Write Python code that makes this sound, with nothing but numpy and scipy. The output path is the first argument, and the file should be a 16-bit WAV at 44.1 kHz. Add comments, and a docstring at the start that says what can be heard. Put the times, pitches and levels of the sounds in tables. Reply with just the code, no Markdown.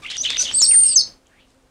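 """Starlings squabble at a garden feeder a couple of metres from a mono camera microphone, over a dull town rumble.
First a nasal squeak, then a scratchy two-voiced warble of unsteady near sines, peeps, rustling noise and
bill snaps: cracks in a broad resonance. Then thin whistles overlap, two of them falling in steps, with faint
treble hiss and a click trill that rings the throat; fences and walls give a short ring. Last the rumble, shaped
noise with a faint hum, eases off, leaving a far call and faint snaps; soft low blips come and go throughout."""
import sys
import numpy as np
from scipy import signal
from scipy.fft import rfft, irfft
from scipy.io import wavfile
from scipy.ndimage import uniform_filter1d

SR = 44100
rng = np.random.default_rng(int(sys.argv[2]) if len(sys.argv) > 2 else 0)


def persist_wave(psi):
    """Save psi, clipped to +-1, as 16-bit WAV."""
    counts = np.round(np.clip(psi, -1, 1) * 32767).astype(np.int16)
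    wavfile.write(sys.argv[1], SR, np.atleast_2d(counts).T)


def natural_amplitude(level_db):
    """Convert a level in decibels to a linear amplitude factor, elementwise."""
    exponent = np.asarray(level_db, float) / 20
    return 10 ** exponent


N = 74970

# Pitch tracks of the whistles: points (t/s, f/Hz, level/dB); the ends and peeps are lists of such tracks
FIRST_FALL = [(0.53, 7540, -47), (0.535, 7770, -29), (0.5435, 8050, -21), (0.551, 7820, -15),
              (0.5645, 8460, -17), (0.587, 8230, -14), (0.5905, 8350, -19), (0.5935, 7950, -14),
              (0.5975, 8180, -17), (0.601, 7640, -16), (0.6045, 7580, -15), (0.608, 6910, -15),
              (0.614, 7110, -15), (0.621, 6720, -15), (0.625, 5230, -12), (0.636, 5660, -10),
              (0.6415, 5210, -13), (0.644, 4540, -14), (0.6505, 4670, -17), (0.6565, 4240, -23),
              (0.6585, 4610, -24), (0.666, 4090, -37)]
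SECOND_FALL_START = [(0.854, 8310, -24), (0.859, 8350, -13), (0.8655, 8460, -12), (0.878, 8480, -17),
                     (0.9055, 8330, -22), (0.916, 8290, -21), (0.94, 7970, -22)]
SECOND_FALL_STEPS = [(0.943, 7990, -22), (0.9565, 7470, -22), (0.959, 6500, -16), (0.9615, 6180, -7),
                     (0.9645, 6070, -9), (0.97, 6460, -9), (0.974, 5990, -13), (0.978, 5040, -14),
                     (0.9855, 5230, -9), (0.989, 4970, -16), (0.9915, 5020, -13), (0.9955, 4520, -16),
                     (1.003, 4540, -19), (1.013, 4110, -23), (1.015, 4370, -17), (1.02, 4160, -26)]
FALL_ENDS = [
    [(.6565, 4304, -34.5), (.662, 3720, -27.5), (.666, 3755, -53)],
    [(1.012, 4341, -10.5), (1.018, 3760, -44.5), (1.022, 3850, -33)],
]
HELD_WHISTLE = [(0.622, 8030, -30), (0.6255, 8270, -27), (0.635, 8350, -20), (0.6425, 8120, -18),
                (0.6535, 8120, -16), (0.661, 8070, -20), (0.666, 8180, -15), (0.673, 8250, -16),
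                (0.6755, 8440, -20), (0.677, 8400, -18), (0.68, 8590, -15), (0.686, 8740, -15),
                (0.693, 8790, -10), (0.7075, 8830, -12), (0.7225, 8720, -9), (0.727, 8590, -17),
                (0.7295, 8680, -14), (0.767, 8890, -8), (0.8025, 8870, -10), (0.819, 8740, -12),
                (0.8355, 8760, -9), (0.852, 8700, -16)]
HELD_WHISTLE_END = [(0.856, 8700, -15), (0.879, 8700, -20), (0.904, 8630, -17), (0.9165, 8660, -23),
                    (0.9345, 8530, -23), (0.9375, 8550, -26), (0.94, 8660, -34)]
PEEPS = [
    [(0.174, 6290, -42), (0.177, 4800, -33), (0.178, 5150, -34), (0.179, 5960, -34), (0.181, 6460, -28),
     (0.1835, 5810, -26), (0.185, 5710, -25), (0.2035, 5990, -28), (0.2095, 5990, -19), (0.2195, 6550, -20),
     (0.2215, 6440, -21), (0.226, 7060, -36)],
    [(0.375, 5490, -38), (0.3815, 6240, -23), (0.383, 6350, -22), (0.388, 5920, -19), (0.39, 5860, -20),
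     (0.398, 6010, -14), (0.404, 5900, -18), (0.4125, 5990, -20), (0.418, 6240, -14), (0.421, 6570, -22),
     (0.424, 6520, -23)],
]
# Quiet notes under and between the whistles: points (t/s, f/Hz, level/dB); the last two are lists of tracks
UNDER_FIRST_FALL = [(0.542, 4612, -40.5), (0.552, 4559, -28.5), (0.568, 5043, -42), (0.574, 4983, -41.5),
                    (0.586, 4503, -26.5), (0.602, 4335, -35.5), (0.61, 4185, -22.5), (0.614, 4274, -59)]
UNDER_SECOND_FALL = [(0.866, 5424, -31.5), (.876, 5200, -33), (.89, 5100, -28.5), (0.902, 4839, -29),
                     (.934, 4572, -28.5), (0.963, 4230, -43), (0.989, 3770, -49), (0.999, 3520, -50)]
SMALL_NOTES = [
    [(.521, 5750, -36), (.527, 5550, -31), (.534, 5250, -42)],
    [(.878, 5550, -36), (.888, 5400, -32), (.897, 5200, -38)],
]
QUIET_NOTES = [
    [(.708, 2500, -42), (.712, 2780, -31), (.726, 2200, -37), (.742, 2020, -36), (.752, 1750, -36),
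     (.757, 1550, -48)],
    [(.39, 2850, -32), (.399, 2550, -35)],
    [(.401, 1492, -39), (.43, 1497, -50)],
    [(.19, 4900, -42), (.198, 5150, -40), (.207, 4850, -39), (.216, 5300, -44)],
]
# Upper and lower voice of the warble: lists of tracks of points (t/s, f/Hz, level/dB)
UPPER_VOICE = [
    [(0.07, 3060, -41), (0.0795, 3490, -43), (0.093, 2930, -34), (0.098, 4180, -41), (0.102, 2800, -38),
     (0.1035, 4050, -38), (0.106, 4410, -31), (0.109, 2760, -33), (0.113, 4390, -40), (0.1145, 4220, -41),
     (0.1155, 3510, -40), (0.118, 2800, -33), (0.1255, 3980, -34), (0.1285, 3060, -38), (0.131, 2860, -36),
     (0.138, 3550, -29), (0.143, 3040, -37), (0.1465, 3570, -30), (0.1525, 3770, -40), (0.155, 2970, -37),
     (0.16, 2760, -32), (0.167, 3730, -32)],
    [(0.234, 3790, -36), (0.235, 3660, -34), (0.237, 3730, -29), (0.2395, 3920, -29), (0.243, 3680, -24),
     (0.2455, 3250, -29), (0.252, 2930, -19), (0.257, 3080, -19), (0.26, 3530, -20), (0.266, 2730, -22),
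     (0.272, 3140, -24), (0.275, 3040, -26)],
    [(0.278, 4070, -37), (0.281, 4070, -33), (0.2835, 4330, -35), (0.293, 3340, -25), (0.296, 3340, -25),
     (0.299, 3700, -23), (0.301, 3680, -31), (0.303, 3340, -24), (0.3135, 3660, -23), (0.316, 3620, -36),
     (0.319, 3830, -25), (0.322, 3230, -25), (0.324, 3320, -26), (0.326, 3790, -25), (0.328, 3530, -32),
     (0.332, 3680, -25), (0.3365, 3140, -25), (0.3395, 3700, -28), (0.342, 3770, -38), (0.3435, 4050, -36),
     (0.3465, 3600, -26), (0.3495, 3700, -24), (0.3515, 3470, -26), (0.3535, 3810, -32), (0.356, 3920, -38),
     (0.359, 3100, -28), (0.361, 2760, -27), (0.3625, 2800, -28), (0.365, 3570, -25), (0.367, 3790, -26)],
    [(0.447, 3600, -30), (0.4565, 3270, -23), (0.4605, 3700, -27), (0.463, 3230, -31), (0.468, 2890, -23),
     (0.476, 3170, -31), (0.479, 2970, -26), (0.483, 2690, -34), (0.487, 2970, -29), (0.49, 2910, -30),
     (0.492, 3320, -34), (0.496, 2970, -28), (0.5045, 3120, -29), (0.5075, 3400, -39), (0.5105, 3400, -34),
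     (0.512, 3210, -35)],
    [(0.477, 4030, -37), (0.483, 3750, -29), (0.4875, 3400, -34), (0.4895, 3470, -35), (0.497, 3010, -28)],
]
LOWER_VOICE = [
    [(0.047, 2730, -40), (0.051, 2760, -32), (0.053, 2260, -36), (0.056, 2020, -34), (0.0595, 2170, -33),
     (0.0645, 2910, -29), (0.071, 2090, -38), (0.078, 2650, -41), (0.0805, 2200, -43), (0.084, 2070, -41),
     (0.086, 2480, -45), (0.089, 2350, -49), (0.09, 2610, -50)],
    [(0.118, 2840, -31), (0.1205, 2710, -37), (0.1215, 2280, -39), (0.1235, 2390, -37), (0.129, 1850, -41),
     (0.1345, 2330, -46), (0.1425, 1740, -46), (0.147, 2260, -43), (0.1545, 1770, -46), (0.166, 2020, -46)],
    [(0.277, 2730, -33), (0.28, 2450, -33), (0.2845, 2950, -30), (0.29, 2300, -37), (0.292, 2780, -37)],
    [(0.322, 2690, -33), (0.3345, 1810, -38), (0.34, 2330, -35), (0.3435, 2240, -38), (0.347, 1770, -44),
     (0.3555, 2220, -35), (0.3585, 1890, -38), (0.3635, 2090, -42), (0.366, 1920, -45)],
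]
# Nasal opening note: points (t/s, f/Hz, level/dB)
SQUEAK = [(.022, 1250, -55), (.036, 1150, -45), (.048, 1250, -46)]
# Lift of the squeak's first three harmonics, in order: (level/dB)
SQUEAK_HARMONICS = [0, 2, -2]
# Bill snaps: (t/s, peak level of the crack/dB, centre f/Hz, knock level against the crack/dB)
SNAPS = [(.1003, -21, 3000, -14), (.1685, -16, 3500, -18), (.3037, -10, 3200, -12), (.3049, -15, 3000, -12),
         (.311, -21, 2200, -10), (.3697, -11, 3000, -10), (.5105, -31, 1200, -4), (.5141, -18, 2600, -9),
         (.6172, -7, 4300, -12), (.748, -32, 2500, -10), (.2578, -27, 5000, -20), (.2775, -31, 7000, -20),
         (1.2695, -44, 6500, -9), (1.292, -59, 6800, -30), (1.305, -58, 6800, -30), (1.497, -57, 3800, -10),
         (1.5448, -54, 8500, -30), (1.562, -57, 8500, -30), (1.627, -57, 6500, -20)]
# Clicks of the trill: (t/s)
TRILL_CLICKS = [.732, .739, .748, .7595, .774, .7915, .8075, .822, .836, .846, .8557, .864, .872, .880,
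                .8875, .895, .902, .910, .917, .924, .932, .939]
# Swell of the trill's clicks, before their scatter: (t/s, level/dB)
TRILL_SWELL = [(.73, -33), (.77, -30), (.846, -28.5), (.9, -31.5), (.94, -29.5)]
# Throat resonances of the trill: (f/Hz, width/Hz, level at first click/dB, level at last click/dB)
TRILL_THROAT = [(2900, 450, -6.5, -1.5), (4540, 780, 10.5, 2), (6995, 500, 9, -2)]
# Wing and feather rustle: (start t/s, length/s, level/dB, centre f/Hz, width/Hz)
RUSTLES = [(.018, 0.081, -48.5, 3370, 5950), (0.094, 0.22, -46, 5740, 2640),
           (0.219, 0.064, -35, 5830, 2500), (.388, 0.078, -25, 5370, 3250), (.39, 0.035, -51, 8600, 1500),
           (.28, 0.32, -44, 5500, 3030), (.43, 0.58, -44, 5500, 4040), (.505, 0.035, -38.5, 2200, 2980),
           (0.099, 0.032, -31, 3400, 2500), (0.298, 0.03, -31, 2600, 2520), (0.323, 0.017, -35, 3600, 1987),
           (.615, 0.039, -37.5, 2500, 3090), (1.068, 0.016, -52.5, 2546, 3020),
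           (1.472, 0.075, -65.5, 4510, 4950)]
# Faint hiss that flares over the loud whistles: (start t/s, length/s, level/dB, centre f/Hz, width/Hz)
TREBLE_HISS = [(.55, 0.14, -43.5, 13520, 2996), (.615, 0.054, -28, 11000, 1200),
               (.73, 0.25, -43, 10900, 1400), (.745, 0.093, -52, 13600, 1414),
               (.83, 0.11, -46, 12800, 3000), (.965, .06, -45, 12500, 1500)]
# Far call: list of tracks of points (t/s, f/Hz, level/dB)
FAR_CALL = [
    [(1.295, 1650, -68), (1.33, 1780, -62), (1.36, 2050, -62.5), (1.39, 2250, -62), (1.405, 2750, -62),
     (1.425, 2950, -61), (1.455, 2900, -73)],
    [(1.26, 3410, -67), (1.29, 3050, -73), (1.335, 3200, -85)],
    [(1.39, 3100, -68), (1.41, 3600, -62.5), (1.43, 3300, -73)],
]
# Faint low blips from afar: (start t/s, length/s, f/Hz, level/dB)
BLIPS = [(0.215, 0.043, 615, -46), (0.263, 0.087, 475, -48), (0.43, 0.015, 600, -38),
         (0.431, 0.057, 530, -50), (0.679, .07, 530, -43.5), (0.77, 0.059, 520, -50.5),
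         (1.55, 0.043, 530, -63), (1.626, 0.032, 475, -56)]
# Colour of the town rumble: (f/Hz, relative level per Hz/dB)
TOWN_COLOUR = [(12, -47), (20, -4), (64, -6.5), (98, -9.5), (191, -13), (259, -10), (289, -13.5),
               (519, -14), (686, -17), (2270, -25.5), (8500, -31.5), (12000, -26.5), (15500, -30.5)]
# Course of the town rumble, before a 1.5 dB lift: (t/s, level/dB)
TOWN_COURSE = [(0, -50), (.05, -52.5), (.4, -45.5), (.7, -47), (.96, -47.5), (1.1, -50.5), (1.2, -60),
               (1.35, -59), (1.7, -60.5)]
# Hum partials: (f/Hz), and in the same order their (level/dB)
HUM_PITCHES = [263, 525]
HUM_LEVELS = [-60.5, -69.5]

WHISTLE_THROAT_HZ, WARBLE_THROAT_HZ = 8980, 6200  # where the throat favours the octave
WARBLE_WOBBLE = .014  # rms share of the pitch
WARBLE_FLUTTER_DB, WARBLE_BREATH_DB = 2.0, -9


def seconds():
    """Time of every sample."""
    return np.arange(N) / SR


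def unit(x):
    """Scale to rms 1."""
    return x / np.sqrt(np.mean(x ** 2))


def band(x, hz, width_hz):
    """Two-pole resonance, with its sharpness kept at 0.3 or more."""
    return signal.lfilter(*signal.iirpeak(hz, max(hz / width_hz, .3), fs=SR), x)


def steep_band(x, hz, width_hz):
    """Two resonances in a row, the second twice as wide."""
    return band(band(x, hz, width_hz), hz, 2 * width_hz)


def walk(rate):
    """Smooth chance, about rate turns a second, spread 1."""
    k = int(SR / rate)
    return unit(uniform_filter1d(uniform_filter1d(rng.standard_normal(N), k), k))


def gate(t0, t1, edge=0.0033):
    """Fades in over the edge (s) up to t0 and out over the edge after t1."""
    return np.clip(np.minimum(seconds() - t0 + edge, t1 + edge - seconds()) / edge, 0, 1)


def voice(notes, octave_db, octave_hz, wobble, flutter_db, breath_db):
    """Syrinx tone: near sine, unsteady in pitch and level, breath around it; the throat favours some overtones."""
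    out, t = 0, seconds()
    favoured_width_hz = 1700
    twelfth_db, twelfth_hz = -37, 14000
    for note in notes:
        s, hz, db = np.array(note).T
        glide = uniform_filter1d(np.interp(t, s, hz), size=40)
        pitch = glide * (1 + wobble * walk(400))
        phase = 2 * np.pi * np.cumsum(pitch) / SR
        octave_gain = natural_amplitude(octave_db) / (1 + ((2 * pitch - octave_hz) / favoured_width_hz) ** 4)
        twelfth_gain = natural_amplitude(twelfth_db) / (1 + ((3 * pitch - twelfth_hz) / favoured_width_hz) ** 4)
        tone = np.sin(phase) + octave_gain * np.sin(2 * phase) + twelfth_gain * np.sin(3 * phase)
        breath = natural_amplitude(breath_db) * walk(2500)  # fast chance spreads noise around the tone
        flutter = natural_amplitude(flutter_db * walk(380))
        level = np.sqrt(2) * natural_amplitude(np.interp(t, s, db)) * gate(s[0], s[-1])
        out = out + level * (flutter + breath) * tone
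    return out


def whistles():
    """Thin, steady syrinx tones: two stepped falls, a held note and peeps."""
    # the last two points of each fall give way to its end track
    falls = [FIRST_FALL[:-2], SECOND_FALL_START + SECOND_FALL_STEPS[:-2]] + FALL_ENDS
    notes = falls + [HELD_WHISTLE + HELD_WHISTLE_END] + PEEPS
    return voice(notes, -16, WHISTLE_THROAT_HZ, wobble=.002, flutter_db=1.0, breath_db=-37)


def warble():
    """Two rough syrinx voices at once, scratchy from wobble, flutter and breath."""
    return voice(UPPER_VOICE + LOWER_VOICE, -24, WARBLE_THROAT_HZ,
                 WARBLE_WOBBLE, WARBLE_FLUTTER_DB, WARBLE_BREATH_DB)


def snaps():
    """Each snap is a very short crack in a broad resonance, with a duller knock under it."""
    out = 0
    decay_s, width_hz, knock_hz = .0007, 2500, 1500
    for s, db, hz, knock_db in SNAPS:
        late = seconds() - s
        hit = rng.standard_normal(N) * (late >= 0) * np.exp(-np.abs(late) / decay_s)
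        crack = steep_band(hit, hz, width_hz)
        knock = band(hit, knock_hz, knock_hz)
        crack = crack / np.abs(crack).max()
        knock = knock / np.abs(knock).max()
        out = out + natural_amplitude(db) * (crack + natural_amplitude(knock_db) * knock)
    return out


def trill():
    """Single clicks ring the throat, whose low resonance gains along the trill while the upper ones weaken."""
    scatter_db = 2.2 * rng.standard_normal(len(TRILL_CLICKS))
    swell_db = np.interp(TRILL_CLICKS, *np.array(TRILL_SWELL).T)
    clicks = np.zeros(N)
    clicks[(np.array(TRILL_CLICKS) * SR).astype(int)] = natural_amplitude(swell_db + scatter_db)
    out = 0
    for hz, width_hz, start_db, end_db in TRILL_THROAT:
        ring = steep_band(clicks, hz, width_hz) * SR / (4 * width_hz)  # evens out ring height across widths
        drift_db = np.interp(seconds(), [TRILL_CLICKS[0], TRILL_CLICKS[-1]], [start_db, end_db])
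        out = out + ring * natural_amplitude(drift_db)
    return out


def squeak():
    """A short rough note of three harmonics, each sung as a voice of its own."""
    notes = [[(s, (k + 1) * hz, db + lift_db) for s, hz, db in SQUEAK]
             for k, lift_db in enumerate(SQUEAK_HARMONICS)]
    return voice(notes, -36, WARBLE_THROAT_HZ, WARBLE_WOBBLE, WARBLE_FLUTTER_DB, WARBLE_BREATH_DB)


def soft_notes():
    """Quiet, breathy syrinx tones with almost no octave."""
    notes = [UNDER_FIRST_FALL, UNDER_SECOND_FALL] + SMALL_NOTES + QUIET_NOTES
    return voice(notes, -58.5, WHISTLE_THROAT_HZ, wobble=.014, flutter_db=WARBLE_FLUTTER_DB, breath_db=-11)


def noise_bursts(table):
    """Grainy band of noise that starts fast and fades: rustle or hiss, by its pitch."""
    out = 0
    for s, length, db, hz, width_hz in table:
        x = np.clip((seconds() - s) / length, 0, 1)
        swell = np.sin(np.pi * x ** .6)
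        noise = unit(steep_band(rng.standard_normal(N), hz, width_hz))
        out = out + natural_amplitude(db + 3.2 * walk(400)) * swell * noise  # 3.2 dB rms of grain
    return out


def far_call():
    """Faint syrinx tones, blurred by strong wobble and breath."""
    return voice(FAR_CALL, -45, WARBLE_THROAT_HZ, wobble=.06, flutter_db=WARBLE_FLUTTER_DB, breath_db=-1)


def blips():
    """Short low sines that swell and fade softly."""
    out, t = 0, seconds()
    for s, length, hz, db in BLIPS:
        swell = np.sin(np.pi * np.clip((t - s) / length, 0, 1))
        out = out + natural_amplitude(db) * swell * np.sin(2 * np.pi * hz * t)
    return out


def town():
    """Dull rumble: noise coloured in its spectrum, then levelled over time."""
    f = np.arange(N // 2 + 1) * SR / N + 1  # 1 Hz up, clear of log 0
    hz, db = np.array(TOWN_COLOUR).T
    colour = natural_amplitude(np.interp(np.log(f), np.log(hz), db))
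    noise = irfft(rfft(rng.standard_normal(N)) * colour, N)
    return unit(noise) * natural_amplitude(np.interp(seconds(), *np.array(TOWN_COURSE).T) + 1.5)


def hum():
    """Faint steady sines whose levels waver slowly, by 3 dB rms."""
    return sum(natural_amplitude(db + 3.0 * walk(8)) * np.sin(2 * np.pi * hz * seconds())
               for hz, db in zip(HUM_PITCHES, HUM_LEVELS))


def garden(x, tail_db):
    """One near echo and a dense, duller fading tail from fences and walls; a far wall swells it once."""
    t = seconds()[:SR // 2]
    t60_s, gap_s = 0.22, 0.0028
    far_wall_s, far_smear_s, far_wall_db = 0.12, 0.0067, 3
    echo_s, echo_db = .012, -22
    dull = signal.butter(2, [2600, 6370], "band", fs=SR)
    tail = signal.lfilter(*dull, rng.standard_normal(len(t)))
    far_swell_db = far_wall_db * np.exp(-((t - far_wall_s) / far_smear_s) ** 2)
    tail = tail * natural_amplitude(-60 * t / t60_s + far_swell_db) * (t > gap_s)
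    tail = tail * natural_amplitude(tail_db) / np.sqrt(np.sum(tail ** 2))
    tail[0] = 1  # direct sound
    tail[int(echo_s * SR)] = natural_amplitude(echo_db)
    return signal.fftconvolve(x, tail)[:N]


def scene():
    """Birds in the garden over the town."""
    birds = whistles() + soft_notes() + far_call() + trill() + noise_bursts(RUSTLES)
    near_birds = warble() + squeak() + snaps()  # nearer, so drier
    in_garden = garden(birds, -13.5) + garden(near_birds, -15)
    backdrop = noise_bursts(TREBLE_HISS) + blips() + town() + hum()
    return (in_garden + backdrop)[None]


def band_limit(x):
    """A steep low-pass at the top of the band."""
    return signal.sosfilt(signal.butter(12, 15740, fs=SR, output="sos"), x)


def record(dry):
    """The microphone shelves off above the whistles; the camera cuts the top."""
    shelf = signal.butter(8, 9900, fs=SR, output="sos")
    low = signal.sosfiltfilt(shelf, dry)
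    shelved = low + natural_amplitude(-14.5) * (dry - low)
    top_cut = signal.ellip(8, .2, 70, 15750, fs=SR, output="sos")
    mix = signal.sosfilt(top_cut, shelved)
    return band_limit(mix)


dry = scene()
out = record(dry)
persist_wave(out)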